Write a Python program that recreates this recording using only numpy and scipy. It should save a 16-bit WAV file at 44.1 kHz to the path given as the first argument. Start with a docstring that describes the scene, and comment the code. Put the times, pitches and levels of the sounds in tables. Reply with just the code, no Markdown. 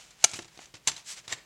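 """A disc snaps on its hub, the centre grip of a hard plastic tray, with a crack and a short ring.
The trays belong to a fold-out case that is handled on a table in a small room.
Fingers tap and slide over the plastic, a tray clacks down and another disc is pressed.
The blows ring the thin plastic and thump the case; the room adds a faint hush and a short echo."""
import sys
import numpy as np
from scipy import signal
from scipy.io import wavfile

SR = 44100
rng = np.random.default_rng(int(sys.argv[2]) if len(sys.argv) > 2 else 0)


def wav_record(signal):
    """Record a signal, one row per channel, as 16-bit PCM in the file named by sys.argv[1]."""
    frames = np.transpose(np.atleast_2d(signal))
    bounded = np.clip(frames, -1, 1)
    # unit amplitude maps onto the largest positive 16-bit level
    quanta = np.round(bounded * 32767).astype(np.int16)
    wavfile.write(sys.argv[1], SR, quanta)


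N = 63945
T = np.arange(SR // 3) / SR  # time in seconds within one hit
TOUCH_S = 0.00062  # how quickly a hit builds up


def amp(db):
    return 10 ** (np.asarray(db) / 20)


def unit(x):
    return x / np.sqrt(np.mean(x ** 2) + 1e-20)


def value_at(points, hz):
    f, value = np.transpose(points)
    return np.interp(np.log(hz + 1), np.log(f + 1), value)


def add(mix, start, sound):
    part = mix[round(start * SR):][:len(sound)]
    part += sound[:len(part)]


def noise(n):
    return rng.choice([-1., 1.], n)


def die_away(fade):
    """A fall of 60 dB in `fade` seconds; every fade in the tables means this."""
    return 1e-3 ** (T / fade)


def low_cut(x, hz):
    return signal.sosfilt(signal.butter(2, hz, "high", fs=SR, output="sos"), x)


def colour(x, tone, tilt_db=0, edge_hz=SR):
    """Give x a tone (a balance of low and high), tilted per octave and dulled above an edge."""
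    hz = np.fft.rfftfreq(4096, 1 / SR)
    gain = amp(value_at(tone, hz) + tilt_db * np.log2(np.maximum(hz, 300)))
    gain /= np.hypot(1, (hz / edge_hz) ** 2)
    log_gain = np.log(np.r_[gain, gain[-2:0:-1]])
    response = np.exp(np.conj(signal.hilbert(log_gain)))  # nothing sounds before its hit
    kernel = np.fft.ifft(response).real[:len(hz)]
    return signal.fftconvolve(x, kernel / np.linalg.norm(kernel))[:len(x)]


def burst(tone, fade, tilt_db=0, edge_hz=SR):
    """Countless close pitches that blur into noise and die together."""
    onset = 1 - np.exp(-T / TOUCH_S)
    return colour(noise(len(T)) * die_away(fade) * onset, tone, tilt_db, edge_hz)


def note(hz, db, fade):
    return amp(db) * die_away(fade) * np.sin(2 * np.pi * hz * T)


def ring(notes):
    """A struck part rings at its own pitches, neighbours swinging against each other."""
    onset = 1 - np.exp(-T / TOUCH_S)
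    return onset * sum((-1) ** k * note(*row) for k, row in enumerate(notes))


def thump(notes):
    """A blow pushes all the low notes the same way; a small case gives off no deep bass."""
    return low_cut(sum(note(*row) for row in notes), hz=112)


# tone of the room's still air: f/Hz, level/dB
AIR_TONE = [(20, -23), (35, -1), (49, 9.5), (66, -6.5), (140, 1.5), (220, -5), (330, -5.5), (1000, -11),
            (3000, -11.5), (8000, -17.5), (12000, -22.5), (16000, -26)]
def air():
    """A faint, steady, low hush."""
    return amp(-63.5) * unit(colour(rng.standard_normal(N), AIR_TONE))


# how long each pitch lingers in the room: f/Hz, fade/s
ROOM_FADES = [(100, 0.25), (500, 0.43), (2000, 0.37), (6000, .25), (14000, 0.16)]
def room(x):
    """Sound bounces back from the shelves, then blurs into a short tail."""
    echo_s, spread_s = 0.015, 0.004
    hz, frame_s, bands = signal.stft(rng.standard_normal(SR // 2), SR, nperseg=256)
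    bands = bands * 1e-3 ** (frame_s / value_at(ROOM_FADES, hz)[:, None])
    tail = signal.istft(bands, SR, nperseg=256)[1]
    t = np.arange(len(tail)) / SR
    tail *= np.minimum(t / echo_s, 1)
    early = noise(len(t)) * np.exp(-((t - echo_s) / spread_s) ** 2)
    echoes = amp(-19) * tail / np.linalg.norm(tail) + amp(-21.5) * early / np.linalg.norm(early)
    return signal.fftconvolve(x, echoes)[:N]


def friction(tone, tilt_db=0):
    """Tiny slips of uneven size, heard through the plastic."""
    slips_per_s = 6500
    slips = noise(N) * (rng.random(N) < slips_per_s / SR)
    sizes = amp(2.5 * np.minimum(rng.exponential(1, N), 4))
    return unit(colour(slips * sizes, tone, tilt_db))


# how loud the rubbing is over time: t/s, level/dB
RUB_LEVELS = [(0, -49.5), (.08, -57), (.12, -59.5), (.175, -63), (.235, -46.5), (.3, -48.5), (.37, -43),
              (.388, -50), (.41, -53), (.5, -67.5), (.525, -60), (.588, -56.5), (.62, -48.5), (.72, -69.5),
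              (.82, -72), (.865, -57.5), (.955, -50.5), (.99, -47.5), (1.03, -59.5)]
# tone of the rubbing: f/Hz, level/dB
RUB_TONE = [(100, -15.5), (350, -16), (750, -3), (1150, -6.5), (2400, -1.5), (4300, -3.5), (7300, -2),
            (8800, -12), (10500, -16.5), (12500, -27.5), (16000, -35)]
def rubbing():
    """Skin and card slide over plastic as the case is handled."""
    db = np.interp(np.arange(N) / SR, *np.transpose(RUB_LEVELS), right=-65)
    return amp(db - 1) * friction(RUB_TONE)


# fingertip strokes: middle t/s, half length/s, level/dB, tilt/(dB per octave)
FINGER_STROKES = [(0.37, 0.024, -48, 5.5), (1.107, 0.039, -39, 1.5), (1.183, 0.021, -44.5, -1),
                  (1.253, 0.013, -56.5, -2.5), (1.314, 0.025, -41, -2.5), (1.363, 0.056, -53, -4)]
# tone of a stroke: f/Hz, level/dB
STROKE_TONE = [(100, -30), (400, -12), (1000, -8), (1500, -5.5), (2200, -1), (3000, -2.5), (5800, -0.5),
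               (7800, -0.5), (9500, -12.5), (12000, -20.5), (14000, -35), (16000, -30.5)]
def strokes():
    """A fingertip swishes across a disc, each stroke swelling and fading."""
    t = np.arange(N) / SR
    return sum(amp(db) * np.exp(-((t - middle) / half) ** 2) * friction(STROKE_TONE, tilt_db)
               for middle, half, db, tilt_db in FINGER_STROKES)


# ticks of the hub's prongs: t/s, f/Hz, level/dB, fade/s
PRONG_TICKS = [(0.3433, 2395, -31, 0.021), (0.3662, 2960, -34, 0.023), (.6575, 6180, -42.5, .02),
               (.9638, 4020, -32.5, .022)]
def prongs():
    """The small teeth of the hub catch on a disc, each with its own pitch."""
    out = np.zeros(N)
    for start, hz, db, fade in PRONG_TICKS:
        add(out, start, ring([(hz, db, fade)]))
    return out


# low notes of the case: f/Hz, level/dB, fade/s
CASE_NOTES = [(102.3, -19, 0.072), (121, -23, 0.13), (155.9, -33.5, 0.48), (221, -30.5, 0.1),
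              (348, -33.5, 0.056)]
def case_thump():
    """The whole case thumps on the table."""
    return thump(CASE_NOTES)


# notes of the cover: f/Hz, level/dB, fade/s
COVER_NOTES = [(270, -17, 0.027), (335, -11, 0.0505), (402.5, -19.5, 0.056), (460, -22, 0.059),
               (710, -17, 0.045)]
def cover_knock():
    """The card cover answers a blow with a hollow knock."""
    return thump(COVER_NOTES)


# finger taps: t/s, level/dB, fade/s, tilt/(dB per octave), upper edge f/Hz, thump/dB, knock/dB
FINGER_TAPS = [(0.106, -49, 0.066, 2.5, 9000, -1, -21), (0.2358, -46, 0.018, -4.5, 8000, -11, -16),
               (0.293, -39, 0.046, 3, 11800, -12, -20), (0.3141, -33.5, 0.018, 7.5, 12000, -16, -29),
               (.3222, -38, 0.012, 7, 12000, -17, -20), (.334, -34, 0.066, 1, 9000, 11.5, -16),
               (.3388, -35, 0.0096, 13, 16000, -20, -10), (0.3392, -31.5, 0.044, 1.5, 12000, -18, -18),
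               (.356, -38.5, 0.031, 7, 12000, -4, 3), (0.3643, -43, 0.05, 15, 12000, 3, -12),
               (0.3895, -30, 0.027, 0, 6900, 1.5, 3), (.395, -40.5, 0.038, -6.5, 2500, -6, 2.5),
               (0.42, -42.5, 0.038, 4, 9100, 10, -3), (0.4252, -43, 0.03, 0.5, 9000, -7, -8),
               (0.4451, -43, 0.024, -0.5, 10000, 3, -11), (0.4531, -45, 0.021, 0, 10000, -2, 0),
               (.479, -49, 0.059, 0.5, 9000, 0, -18), (0.5748, -38.5, 0.014, 2.5, 6960, -1, -2),
               (0.5899, -37, 0.027, 1.5, 1360, -28, -15), (0.656, -41, 0.013, 3, 9200, -13, -19),
               (0.668, -53.5, 0.033, -7, 2494, -8, 1), (0.7399, -42, 0.063, 1.5, 8000, 12.5, -6),
               (0.7425, -48, 0.06, -4, 9000, 3, -20), (0.751, -43.5, 0.058, 1, 9000, 0, -21),
               (.767, -50, 0.069, 0, 9000, -2, -13)]
# tone of a tap: f/Hz, level/dB
TAP_TONE = [(80, -26), (300, -0.5), (1000, 0), (3000, 1.5), (5000, 1), (7300, 0.5), (9500, -11.5),
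            (12000, -25), (16000, -44)]
def taps():
    """Light, short touches on the plastic: dull from a fingertip, bright from a nail."""
    out, case, cover = np.zeros(N), case_thump(), cover_knock()
    for start, db, fade, tilt_db, edge_hz, thump_db, knock_db in FINGER_TAPS:
        touch = burst(TAP_TONE, fade, tilt_db, edge_hz)
        add(out, start, amp(db) * (touch + amp(thump_db) * case + amp(knock_db) * cover))
    return out


# tone of a tray's first touch: f/Hz, level/dB
CLICK_TONE = [(500, -28), (3000, 4), (9500, 5), (11500, -13), (16000, -25)]
def click():
    """Hard edges meet: bright, abrupt and gone at once."""
    return amp(2) * colour(noise(len(T)) * die_away(0.012), CLICK_TONE)


def detune(notes, share=0.0064):
    """Nudge each pitch at random, as no two hits ring quite alike."""
    return [(hz * (1 + share * rng.standard_normal()), db, fade) for hz, db, fade in notes]


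# tray clacks: t/s, level/dB, fade/s, tray ring/dB, disc ring/dB, thump/dB, knock/dB
TRAY_CLACKS = [(0.8702, -43, 0.049, -8, -15, -13, -15), (0.8735, -16.5, 0.029, 3, -28, -4, -28),
               (0.8793, -21, 0.062, -2, -6, -10, -20), (0.8833, -25, 0.045, -11, -23, -8, -21),
               (0.8955, -27.5, 0.025, -21, -7, -9, -8.5), (0.915, -36.5, 0.06, -12, -1, -9, -1.5),
               (0.9651, -40, 0.038, 2, -14, -24, -10), (0.978, -45, 0.054, -18, -15, -11, -13),
               (1.2784, -33.5, 0.037, -12, -8, 4, -13), (1.3, -43, 0.079, -11.5, -5, -13.5, -16),
               (1.3224, -31.5, 0.029, -14, 9.5, -8, -6.5), (1.3243, -25, 0.032, -29, 11, -5.5, -9.5),
               (1.3322, -32, 0.043, -16, 6, -1, -4.5)]
# notes of a tray: f/Hz, level/dB, fade/s
TRAY_NOTES = [(911, -26, 0.15), (1052, -24, 0.059), (3430, -18, 0.062), (3806, -13, 0.041),
              (4224, -13, 0.043), (4750, -15, .05), (6050, -6, 0.045), (6309, -4.5, 0.042),
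              (7230, -14, 0.05), (7345, -6, 0.054), (7900, -12, 0.055), (9340, -14.5, 0.042)]
# notes of a disc sitting in its tray: f/Hz, level/dB, fade/s
DISC_NOTES = [(674, -20.5, 0.044), (766, -20.5, 0.029), (1793, -10, 0.033), (1945, -11.5, 0.024),
              (2226, -14, 0.025), (3800, -18, 0.046), (4410, -15, .025), (7364, -6, 0.018)]
# tone of the trays' clatter: f/Hz, level/dB
CLATTER_TONE = [(80, -16.5), (300, -16.5), (900, -3.5), (1500, -4), (3800, 3), (5200, -0.5), (7200, -1.5),
                (9600, -12), (11500, -18), (13500, -29), (16000, -31)]
def trays():
    """Trays land and chatter, shaking the discs in them and the cover under them."""
    click_growth = 1.58  # dB of click per dB of blow: only hard blows are crisp
    out, case, cover = np.zeros(N), case_thump(), cover_knock()
    for start, db, fade, tray_db, disc_db, thump_db, knock_db in TRAY_CLACKS:
        tray = amp(tray_db) * ring(detune(TRAY_NOTES))
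        disc = amp(disc_db) * ring(detune(DISC_NOTES))
        body = amp(thump_db) * case + amp(knock_db) * cover
        clatter = amp(-0.5) * burst(CLATTER_TONE, fade)
        add(out, start, amp(db) * (clatter + tray + disc + body) + amp(click_growth * db) * click())
    return out


# the snap and its rebound: t/s, level/dB, fade of the crack/s
HUB_SNAPS = [(.2408, -4.3, .017), (.2439, -8, .024)]
# tone of the crack: f/Hz, level/dB
CRACK_TONE = [(50, -19), (250, -8), (560, -10.5), (770, -5), (1100, -11), (1600, -5), (3500, -2), (6500, 4),
              (9300, -2), (10500, -14.5), (12000, -16), (13500, -34.5), (16000, -31)]
# notes of the disc on its hub: f/Hz, level/dB, fade/s
HUB_NOTES = [(240, -32, 0.035), (400, -27.5, .04), (1356, -23.5, 0.05), (2225, -19.5, .03),
             (2353, -17.5, 0.033), (2924, -19, 0.05), (4164, -19, 0.023), (8600, -16.5, .02),
             (9250, -20, 0.023)]
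# notes that beam straight out from the disc's face: f/Hz, level/dB, fade/s
FACE_NOTES = [(712, -16, .036), (885, -24, .03), (5750, -15, .03), (5890, -12, .035), (6122, -7, .03),
              (6560, -2, .021), (6782, -8, .027), (7060, -14, .024)]
def hub_snap():
    """The hub lets go: a crack, a ringing disc and a thump. The face's ring is returned separately."""
    snap, face = np.zeros(N), np.zeros(N)
    for start, db, fade in HUB_SNAPS:
        crack = amp(-1) * burst(CRACK_TONE, fade)
        body = amp(-1.5) * ring(HUB_NOTES) + amp(-19.5) * case_thump()
        add(snap, start, amp(db) * (crack + body))
        add(face, start, amp(db - 1) * ring(FACE_NOTES))
    return snap, face


def scene():
    """All the sounds in one channel; little of the face's beamed ring goes into the echo."""
    snap, face = hub_snap()
    handling = trays() + taps() + prongs() + rubbing() + strokes()
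    hush = air()
    echo = room(amp(-3.5) * snap + amp(-12) * face + handling)
    return (snap + face + handling + echo + hush)[None]


def record(dry):
    """The microphone sheds deep bass, peaks stop at full scale and the highest treble is cut."""
    limited = np.clip(low_cut(dry, hz=27), -1, 1)
    treble_cut = signal.firwin(511, 16300, window=("kaiser", 9), fs=SR)
    return signal.oaconvolve(limited, treble_cut[None], "same")


dry = scene()
out = record(dry)
wav_record(out)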